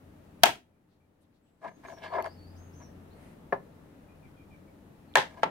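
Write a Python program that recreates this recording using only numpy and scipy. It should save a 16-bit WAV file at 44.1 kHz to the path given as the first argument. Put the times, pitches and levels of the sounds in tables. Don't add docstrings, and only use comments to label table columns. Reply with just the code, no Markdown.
import sys
import numpy as np
from scipy import signal
from scipy.fft import rfft, irfft
from scipy.io import wavfile
from scipy.ndimage import uniform_filter1d, map_coordinates

SR = 44100
rng = np.random.default_rng(int(sys.argv[2]) if len(sys.argv) > 2 else 0)


def materialize(psi):
    bounded = np.clip(np.atleast_2d(psi).T, -1, 1)
    quanta = np.round(bounded * 32767).astype(np.int16)
    wavfile.write(sys.argv[1], SR, quanta)


def gain_from_decibels(decibels):
    exponent = np.asarray(decibels, float) / 20
    return 10 ** exponent


N = 242550


def at_hz(points, hz):
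    table_hz, values = np.transpose(points)
    return np.interp(np.log(hz), np.log(table_hz), values)


def rms_one(x):
    return x / np.sqrt(np.mean(x ** 2) + 1e-20)


def add(out, sound, start_s):
    i = round(start_s * SR)
    out[..., i:i + sound.shape[-1]] += sound[..., :N - i]


def drift(rate_hz):
    knots = rng.standard_normal(400)
    coarse = np.arange(0, N + 32, 32)
    curve = map_coordinates(knots, [coarse / SR * rate_hz], order=2, mode="wrap")
    return np.interp(np.arange(N), coarse, curve)


def swell(nearest_s, spread_s, extra_db):
    return extra_db * np.exp(-((np.arange(N) / SR - nearest_s) / spread_s) ** 2)


def resonance(x, hz, width_hz):
    r = np.exp(-np.pi * width_hz / SR)
    return signal.lfilter([(1 - r * r) / 2, 0, (r * r - 1) / 2], [1, -2 * r * np.cos(2 * np.pi * hz / SR), r * r], x)


def banded_noise(spectrum, size, gain=lambda hz: 1, step_octaves=0.55):
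    # (frequency [Hz], correlation [-1..1])
    likeness = [(60, 0.93), (180, 0.98), (550, 0.24), (1650, -0.1), (4970, -0.031), (15000, -0.2)]
    out = 0
    edges_hz = 20 * 2 ** np.arange(0, 10.1, step_octaves)
    white = rng.standard_normal((2, 2, size))
    for k, (low_hz, high_hz) in enumerate(zip(edges_hz, edges_hz[1:])):
        hz = np.sqrt(low_hz * high_hz)
        if not spectrum[0][0] * .7 < hz < spectrum[-1][0] * 1.3:
            continue
        band = signal.butter(2, [low_hz, high_hz], "band", fs=SR, output="sos")
        mid, side = signal.sosfilt(band, white[k % 2])
        alike = np.clip(at_hz(likeness, hz), -1, 1)
        stereo = np.sqrt(1 + alike) * mid + np.sqrt(1 - alike) * side * [[1], [-1]]
        out = out + gain_from_decibels(at_hz(spectrum, hz)) * gain(hz) * stereo
    return rms_one(out)


def background():
    # (frequency [Hz], density [dB per Hz])
    air_spectrum = [(900, -24), (1500, -5), (2300, -10.5), (2900, -10.5), (5100, -18), (9000, -17.5),
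                    (14000, -16.5), (18000, -18)]
    # (frequency [Hz], density [dB per Hz])
    traffic_spectrum = [(12, -44), (20, -11), (54, -10.5), (90, -5.5), (119, -8.5), (156, -4), (232, -7),
                        (264, -6), (293, -13), (445, -12), (636, -15.5), (1320, -27), (2330, -35.5),
                        (3000, -40.5), (3900, -70.5), (6600, -120)]
    # nearest [s], spread [s], extra level [dB]
    air_swell = (2.6, 0.93, 2)
    # nearest [s], spread [s], extra level [dB]
    traffic_swell = (3.05, 0.8, 3.7)
    # nearest [s], spread [s], extra level [dB]
    engine_swell = (2.47, 0.58, 15.8)
    # nearest [s], spread [s], extra level [dB]
    engine_lull = (1.9, .5, -11)
    air_db, traffic_db, drone_db, boom_db = -71, -56, -62, -64.5
    drone_hz = 88.4
    duck_db, duck_s, duck_fall_s = -11.5, .435, .04
    recover_s, recover_rise_s = 1.66, 0.22

    t = np.arange(N) / SR
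    ducked = np.clip((t - duck_s) / duck_fall_s, 0, 1)
    recovered = np.clip((t - recover_s) / recover_rise_s, 0, 1)
    air = banded_noise(air_spectrum, N) * gain_from_decibels(air_db + swell(*air_swell))
    traffic = banded_noise(traffic_spectrum, N, lambda hz: gain_from_decibels(0.92 * drift(10.0)))
    traffic = traffic * gain_from_decibels(traffic_db + swell(*traffic_swell))
    engine_hz = drone_hz * (1 + 0.01 * drift(23.0))
    engine_db = drone_db + swell(*engine_swell) + swell(*engine_lull) + 1.1 * drift(13)
    drone = np.sin(2 * np.pi * np.cumsum(engine_hz) / SR) * gain_from_decibels(engine_db)
    boom = rms_one(resonance(rng.standard_normal(N), 295, 30)) * gain_from_decibels(boom_db)
    return (air + traffic + drone + boom) * gain_from_decibels(duck_db * (ducked - recovered))


def brushes():
    # (middle [s], length [s], level [dB], frequency [Hz])
    brush_table = [(.93, .07, -82, 4000), (1.225, 0.029, -79, 9040), (1.24, .04, -82, 3500),
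                   (1.36, 0.054, -82.5, 4000), (1.48, .05, -82, 2930), (3.257, 0.17, -66.5, 2000),
                   (1.685, .035, -50, 190), (1.857, .03, -56, 230), (2.196, 0.036, -57, 172),
                   (3.248, .17, -73, 9500), (.427, .008, -59, 3003), (.426, .008, -46, 130),
                   (3.95, 0.16, -78, 2200), (5.029, .15, -77.5, 2395), (2.048, .035, -59, 3700),
                   (1.68, .02, -66, 3800), (1.66, .05, -56, 300), (1.79, .06, -60, 300),
                   (4.25, .15, -62, 140), (.28, .14, -70, 650), (2.555, .04, -62, 600),
                   (2.61, .03, -63, 620), (5.18, .04, -54, 90), (4.55, .12, -61, 160),
                   (3.25, .15, -68, 1000)]
    out = np.zeros((2, N))
    for middle_s, length_s, db, hz in brush_table:
        shape = np.hanning(int(length_s * 2 * SR))
        noise = resonance(rng.standard_normal((2, len(shape))), hz, hz * 0.26)
        add(out, rms_one(noise) * shape * gain_from_decibels(db), middle_s - length_s)
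    return out


def birds():
    # (start [s], length [s], start pitch [Hz], held pitch [Hz], level [dB])
    song = [(1.41, 0.22, 7960, 7750, -91), (1.68, 0.074, 6400, 6370, -79.5), (1.74, 0.027, 6500, 6630, -73),
            (1.86, 0.078, 6600, 6360, -70), (1.905, 0.097, 6350, 5580, -70), (2.05, 0.14, 4420, 4430, -69),
            (2.125, 0.045, 4530, 5170, -67), (2.2, 0.15, 4320, 4560, -68), (2.29, 0.049, 4450, 5170, -66.5),
            (2.37, 0.13, 4400, 4520, -69), (2.455, 0.065, 4550, 5000, -72), (2.55, 0.029, 4720, 5220, -72),
            (2.565, 0.15, 6240, 6470, -71), (2.56, .025, 4900, 6300, -73), (2.725, .02, 4360, 6000, -72),
            (2.735, 0.066, 6090, 6370, -68), (2.78, 0.066, 6360, 6040, -66),
            (2.815, 0.049, 5760, 5550, -67), (2.03, 0.027, 5340, 4490, -62.5), (3.1, 0.04, 3595, 4454, -73),
            (5.075, 0.054, 4240, 4150, -79), (5.08, .04, 4650, 4600, -84.5)]
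    # (start [s], length [s], start pitch [Hz], held pitch [Hz], level [dB])
    chirps = [(.38, .03, 2350, 2300, -78.5), (4.25, 0.036, 2050, 2200, -77), (5.1, .05, 2050, 2000, -75),
              (4.33, .05, 1500, 1400, -75), (0.72, 0.051, 2437, 2333, -88), (1, .038, 2360, 2350, -82),
              (3.41, 0.035, 3400, 3250, -81), (4.25, .04, 3250, 3150, -86), (4.365, 0.038, 3300, 3200, -76),
              (4.52, .03, 3300, 3000, -86), (5.1, 0.048, 2400, 2300, -74), (4.082, 0.031, 2343, 2500, -67),
              (4.222, 0.04, 2500, 2235, -66), (4.36, 0.06, 2480, 2370, -69),
              (4.502, 0.053, 2533, 2230, -66), (4.675, 0.019, 2290, 2260, -71)]
    song_glide_s, chirp_glide_s = .022, .025
    leap_hz = 600
    sag_db_per_s = 50
    out, waver = np.zeros(N), drift(420)
    for notes, glide_s in ((song, song_glide_s), (chirps, chirp_glide_s)):
        for s, length_s, start_hz, held_hz, db in notes:
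            t = np.arange(0, length_s, 1 / SR)
            step_hz = start_hz - held_hz
            haste = max(abs(step_hz) / leap_hz, 1)
            pitch_hz = held_hz + step_hz * np.exp(-t / glide_s * haste)
            pitch_hz *= 1 + 0.014 * waver[round(s * SR):][:len(t)]
            level = gain_from_decibels(db - sag_db_per_s * (t - length_s / 2)) * signal.windows.tukey(len(t), .3)
            add(out, np.sqrt(2) * level * np.sin(2 * np.pi * np.cumsum(pitch_hz) / SR), s)
    echo_t60_s, echo_db = 0.26, -29
    echoes = rng.standard_normal((2, 12000)) * gain_from_decibels(-60 * np.arange(12000) / SR / echo_t60_s + echo_db)
    echoes[:, 0] = [.6, .5]
    return signal.fftconvolve(out[None], echoes, axes=1)[:, :N]


def reflections(colour):
    # (frequency [Hz], t60 [s])
    room_t60 = [(100, 0.41), (300, 0.32), (700, 0.19), (1200, 0.19), (2000, 0.21), (6000, 0.21),
                (14000, 0.22)]
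    t = np.arange(16000) / SR
    tail = banded_noise(colour, len(t), lambda hz: gain_from_decibels(-60 * t / at_hz(room_t60, hz)), step_octaves=1 / 3)
    near_walls = 0.49 * np.clip((t - .002) / 0.0012, 0, 1)
    far_walls = 0.6 * np.clip((t - .016) / 0.013, 0, 1)
    return tail / 4 * (near_walls + far_walls)


def knocks(events, modes, colour, clack_t60_s, level_db, wet_db):
    contact_s = .0005
    apart_hz = 1500
    rung, clacked = np.zeros((2, N)), np.zeros((2, N))
    t = np.arange(6000) / SR
    hz, mode_db, t60_s = np.transpose(modes)[:, :, None]

    def clack_gain(f):
        return gain_from_decibels(-60 * t / (clack_t60_s * (f / 1000) ** -.45)) * (f / 1000) ** 0.9

    for s, db, bright_hz, clack_db, pan_db in events:
        strength = gain_from_decibels(mode_db + 0.91 * rng.standard_normal(hz.shape))
        strength = strength / (1 + (hz / bright_hz) ** 2) * rng.choice([-1, 1], hz.shape)
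        phase = rng.standard_normal((2, len(hz), 1)) * np.minimum(hz / apart_hz, 1.5)
        decay = gain_from_decibels(-60 * t / np.clip(t60_s, .01, .1))
        rings = (strength * decay * np.sin(2 * np.pi * hz * t + phase)).sum(axis=1)
        body = resonance(rings * np.minimum(t / contact_s, 1), 1000, 5800)
        clack = banded_noise(colour, len(t), clack_gain, step_octaves=1 / 3)
        gain = gain_from_decibels(db + level_db) * gain_from_decibels([[pan_db / 2], [-pan_db / 2]])
        add(rung, gain * body / np.abs(body).max(), s)
        add(clacked, gain * gain_from_decibels(clack_db) * clack / np.abs(clack).max(), s)
    add(clacked, gain_from_decibels(wet_db) * reflections(colour), events[0][0])
    return np.array([rung, clacked])


def thump():
    start_s, length_s, level_db = .434, .006, -27
    out, size = np.zeros((2, N)), int(length_s * SR)
    push = np.hanning(size) * np.cos(np.arange(size) / size * np.pi * 1.1)
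    add(out, gain_from_decibels([[level_db + 2.5], [level_db - 2.5]]) * push, start_s)
    return out


def room(x):
    # (frequency [Hz], level [dB])
    room_colour = [(60, -8.5), (200, 0.5), (700, -5), (2000, -1), (5000, 0), (9000, -2), (16000, -1.5)]
    tail = reflections(room_colour)
    tail = tail / np.sqrt((tail ** 2).sum(axis=1).mean())
    return signal.fftconvolve(x.mean(axis=0)[None], tail, axes=1)[:, :N]


def ticks():
    # (time [s], peak level [dB], frequency [Hz])
    tick_table = [(1.328, -67, 2600), (1.985, -51, 3800), (2.138, -44, 3500), (2.2245, -40, 2600),
                  (2.2255, -49, 3900), (2.2244, -44, 6000), (2.2244, -38, 12500), (2.243, -44, 4600),
                  (2.243, -46, 10000), (2.262, -45, 4800), (2.262, -46, 3200), (2.2606, -45, 8300),
                  (5.1387, -40, 3200)]
    out = np.zeros((2, N))
    for s, db, hz in tick_table:
        click = rng.standard_normal((2, 400)) * gain_from_decibels(-60 * np.arange(400) / SR / 0.0032)
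        click = resonance(resonance(click, hz, hz * 0.25), hz, hz * 0.25)
        add(out, click / np.abs(click).max() * gain_from_decibels(db), s)
    return out


def evened(x, window_s):
    return x / np.sqrt(uniform_filter1d((x ** 2).mean(axis=0), int(window_s * SR)) + 1e-12)


def slides():
    # (start of hold [s], hold [s], body level [dB], edge rasp re body [dB], hiss level [dB])
    stroke_table = [(1.632, 0.013, -52, -3.5, -68.5), (1.64, .008, -43, -17, -80),
                    (1.65, 0.019, -40, -11.5, -82), (1.679, 0.0087, -45.5, -4, -83),
                    (1.714, 0.0069, -57.5, -20, -78), (1.744, 0.066, -76, -26, -80),
                    (1.815, 0.0034, -71, -10.5, -77), (1.842, 0.0044, -57, -3, -69),
                    (1.854, 0.0098, -49, -2.5, -70.5), (1.886, .004, -46.5, -12, -63),
                    (1.903, 0.0056, -48.5, -5.5, -65), (1.911, 0.028, -49, -18, -67),
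                    (1.977, 0.026, -54.5, -6, -80.5), (2.021, 0.013, -50.5, -3.5, -77),
                    (2.039, 0.028, -43, -2, -78), (2.078, 0.011, -47.5, -4, -77),
                    (2.106, 0.02, -45.5, -14, -77), (2.128, 0.006, -36, -13, -72),
                    (2.139, 0.0064, -30.5, -16, -67), (2.155, 0.013, -33, -8, -68),
                    (2.172, .005, -34.5, -15, -76), (2.185, 0.0096, -28.5, -18, -76),
                    (2.201, 0.005, -31.5, -12.5, -78), (2.227, 0.0055, -45.5, -29, -82),
                    (2.244, 0.0047, -39, -16, -72), (2.26, 0.005, -36.5, -9, -60),
                    (2.27, 0.0046, -38, -15.5, -75), (2.562, .02, -73, -23, -87),
                    (2.615, 0.01, -62.5, -16, -85), (2.805, 0.027, -57.5, -9, -76),
                    (5.306, 0.045, -59.5, -3.5, -69), (5.373, 0.028, -50.5, -9.5, -70),
                    (5.436, .004, -48.5, 5, -61)]
    # (frequency [Hz], width [Hz], level [dB])
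    hollow = [(391.6, 36, -6), (659, 76, 7), (1006, 91, 3), (1270, 210, -9.5), (1665, 75, 7),
              (2125, 79, -3.5), (2320, 84, -7.5), (2430, 46, -51), (3150, 510, -37), (4200, 180, -80)]
    # (time [s], upper walls [dB], broad scratch [dB], bench boom [dB])
    lean = [(1.62, 0, 0, 7), (1.655, 5.5, -14, -1), (1.69, -3, -10, 0), (1.85, 8, -13, 8),
            (1.9, -7, 14, -6.5), (2.045, 0, 18.5, -2), (2.09, 4, 8, 5), (2.141, 3, 7, 0),
            (2.17, -3, 0.3, 5), (2.19, 3, -16, -0.5), (2.25, -1.5, 8, 4), (2.8, 2, -3, -5),
            (5.35, -0.5, 13, 4)]
    rise_db_per_s, fall_db_per_s = 1198, 900
    bite_db_per_s = 52
    slips_per_s = 4000
    judder_db, judder_s = 1.32, 0.01

    power = np.zeros((3, N))
    for s, hold_s, body_db, rasp_db, hiss_db in stroke_table:
        t = np.arange(s - .2, s + hold_s + .2, 1 / SR)
        shape_db = -rise_db_per_s * np.maximum(s - t, 0) - fall_db_per_s * np.maximum(t - s - hold_s, 0)
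        bite_db = -bite_db_per_s * np.clip(t - s - hold_s / 2, -.05, .05)
        edge_db = body_db + rasp_db + shape_db + bite_db
        add(power, gain_from_decibels([body_db + shape_db, edge_db, hiss_db + 0.5 * shape_db]) ** 2, t[0])
    body_level, rasp_level, hiss_level = np.sqrt(power)

    sizes = gain_from_decibels(2.9 * np.minimum(rng.exponential(1, N), 4)) * rng.choice([-1, 1], N)
    slips = sizes * (rng.random(N) < slips_per_s / SR)
    spread = slips + .5 * np.roll(slips, 9) * [[1], [-1]]
    bands = []
    for k, (hz, width_hz, db) in enumerate(hollow):
        bands.append(gain_from_decibels(db) * resonance(spread, hz, width_hz * 0.72) / np.sqrt(width_hz) * (-1) ** k)

    lean_s, *lean_columns = np.transpose(lean)
    upper_db, scratch_db, boom_db = (np.interp(np.arange(N) / SR, lean_s, column) for column in lean_columns)
    walls = gain_from_decibels(boom_db) * bands[0] + bands[1] + gain_from_decibels(upper_db) * (bands[2] + bands[3])
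    body = evened(walls + gain_from_decibels(-42.5) * resonance(spread, 500, 570), 0.0052)
    scratch = gain_from_decibels(scratch_db - 49.0) * resonance(spread, 2800, 1200)
    rasp = evened(resonance(sum(bands[4:]) + scratch, 2390, 1730), 0.022)

    white = rng.standard_normal((2, N))
    judder_size = int(judder_s * SR)
    slow = uniform_filter1d(uniform_filter1d(white, judder_size), judder_size)
    judder = gain_from_decibels(judder_db * rms_one(slow))
    hiss = rms_one(resonance(white, 3300, 3700)) * gain_from_decibels(-2.0)
    return body * body_level * judder[0] + (rasp * rasp_level + hiss * hiss_level) * judder[1]


def tilted(x, points):
    top_hz = 15850
    hz = np.arange(N // 2 + 1) * SR / N + 1
    tilt_db = at_hz(points, hz) / 2
    return irfft(rfft(x) * gain_from_decibels([tilt_db, -tilt_db]) * (hz < top_hz), N)


def scene():
    # (time [s], peak level [dB], contact brightness [Hz], clack re peak [dB], L-R [dB])
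    snap = [
        (.4334, -3.5, 5000, 0, 1.5),
        (.4349, 2.5, 6280, 2.5, 3.5),
        (.4415, -16, 5000, -2, -1.5),
        (.4565, -9.5, 5000, -2.5, -3),
        (.481, -22, 2000, -7, -0.2),
        (.492, -22.5, 1494, -10, 0.64),
    ]
    catches = [(1.617, -47, 2498, -8, 0.1), (1.656, -30, 1500, -18, .1), (1.836, -50, 2490, 3, 0.0037),
               (1.85, -35.5, 2505, -8, 0.097), (1.885, -33, 1500, -10, 0.014), (1.923, -38, 2000, -15, .1),
               (2.138, -23, 3000, -24, 0.1), (2.184, -20, 1520, -22, 0.1), (2.245, -24, 3500, -8.5, 0.0037),
               (2.262, -23.5, 2480, -18.5, 0.1), (2.815, -50, 2510, -9, 0.0088)]
    tap = [
        (3.5243, -16.5, 3000, -18.5, 0),
        (3.5278, -12.5, 1500, -8.5, 0),
    ]
    landing = [
        (5.1548, -2.5, 4140, -4, -2),
        (5.1562, -5, 3000, -5, -2),
        (5.1595, -9, 2500, -10.5, -1.5),
        (5.1712, -7.5, 2980, -8.5, -1),
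        (5.181, -12.5, 2510, -19, -3),
    ]
    settling = [
        (5.432, -6.5, 2500, -7.5, -1),
    ]

    # (frequency [Hz], level [dB], t60 [s])
    shut = [(185, -5, 0.05), (392, -9.5, 0.045), (572, -10, 0.039), (691, -7, 0.1), (780, -5, .03),
            (855, -8, .04), (910, -5, .06), (936.5, -6, .06), (1054, -6, 0.035), (1335, -7, 0.05),
            (1640, -2, 0.035), (2150, -8, 0.037), (2632, -11, 0.04), (3250, 4.5, 0.014)]
    gripped = [(400, -3, 0.04), (570, 3, 0.035), (695, 3, .04), (980, 1, 0.05), (1055, 1, .035),
               (1400, -8, 0.018), (1710, -2, 0.019), (2120, -17, 0.013), (2320, -21, 0.01)]
    held = [(168, 5, 0.1), (403.5, 1.5, 0.082), (549, 3, 0.064), (670, 7, 0.057), (857, -28, 0.15),
            (1050, 2, 0.06), (1430, -6, 0.025), (1690, 3, 0.04), (1760, -21, 0.044), (2320, -18, 0.016),
            (3220, -36, .02)]
    resting = [(389, -4.5, 0.14), (533, -7.5, 0.14), (656, -1.5, 0.024), (830, -4.5, 0.11), (881, -5, 0.08),
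               (977, -7, 0.08), (1055, -7.5, 0.094), (1310, -12.5, 0.064), (1640, -1, 0.025),
               (1791, -5, 0.06), (2300, -2.5, 0.011), (2600, -4, 0.013), (3250, -1, 0.012)]
    flat = [(178, -1, 0.02), (440, -3.5, 0.06), (550, -1, 0.039), (654, -2, 0.056), (885, 3, 0.05),
            (1135, -6, 0.035), (1340, -7, 0.053), (1599, -3, 0.028), (2330, -13.5, 0.03),
            (3340, -16, 0.0082)]

    # (frequency [Hz], density [dB per Hz])
    snap_clack = [(35, -58), (60, -31), (578, -18.5), (681, -1), (1190, -18.5), (1620, -10), (1770, -15),
                  (3000, -14.5), (4200, -23), (5800, -25.5), (15900, -40.5)]
    tap_clack = [(180, -40), (300, -10), (649, 3), (1070, 0), (1250, -16), (1700, -7.5), (2070, -44),
                 (14000, -71)]
    landing_clack = [(88, -49), (150, -23), (398, -25), (475, -14.5), (852, -3.5), (1170, -17.5),
                     (1830, -9), (2010, -22.5), (3340, -15), (4000, -24.5), (6000, -29.5), (15900, -52.5)]
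    settling_clack = [(88, -53), (150, -6.5), (309, -11), (886, 1), (1140, -8), (1340, -23), (1470, -8),
                      (2180, -16.5), (3100, -21.5), (6000, -42), (15900, -67.5)]

    # (frequency [Hz], L-R [dB])
    knock_side = [(100, -0.5), (700, 0.5), (2400, 0), (4400, -2.5), (8000, -4), (15000, -9)]
    ring_room_db, rub_room_db = -14.5, -14

    contacts = knocks(snap, shut, snap_clack, 0.035, -4.5, -15.0)
    contacts += knocks(catches, gripped, tap_clack, 0.044, -1.3, -79)
    contacts += knocks(tap, held, tap_clack, 0.1, -0.55, -42.0)
    contacts += knocks(landing, resting, landing_clack, 0.021, -3.5, -16.5)
    contacts += knocks(settling, flat, settling_clack, 0.088, -1.04, -30.0)
    rung, clacked = contacts
    rubbing = brushes() + ticks() + slides()
    near = tilted(rung + clacked, knock_side) + rubbing + thump()
    wet = room(gain_from_decibels(ring_room_db) * rung + gain_from_decibels(rub_room_db) * rubbing)
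    return background() + birds() + near + wet


def low_pass(x):
    return signal.sosfilt(signal.butter(12, 15790, fs=SR, output="sos"), x)


def record(dry):
    # (frequency [Hz], L-R [dB])
    left_right = [(100, 3), (1300, 2.5), (4400, 1.5), (15000, 2)]
    mix = np.clip(tilted(dry, left_right), -1, 1)
    return low_pass(mix)


dry = scene()
out = record(dry)
materialize(out)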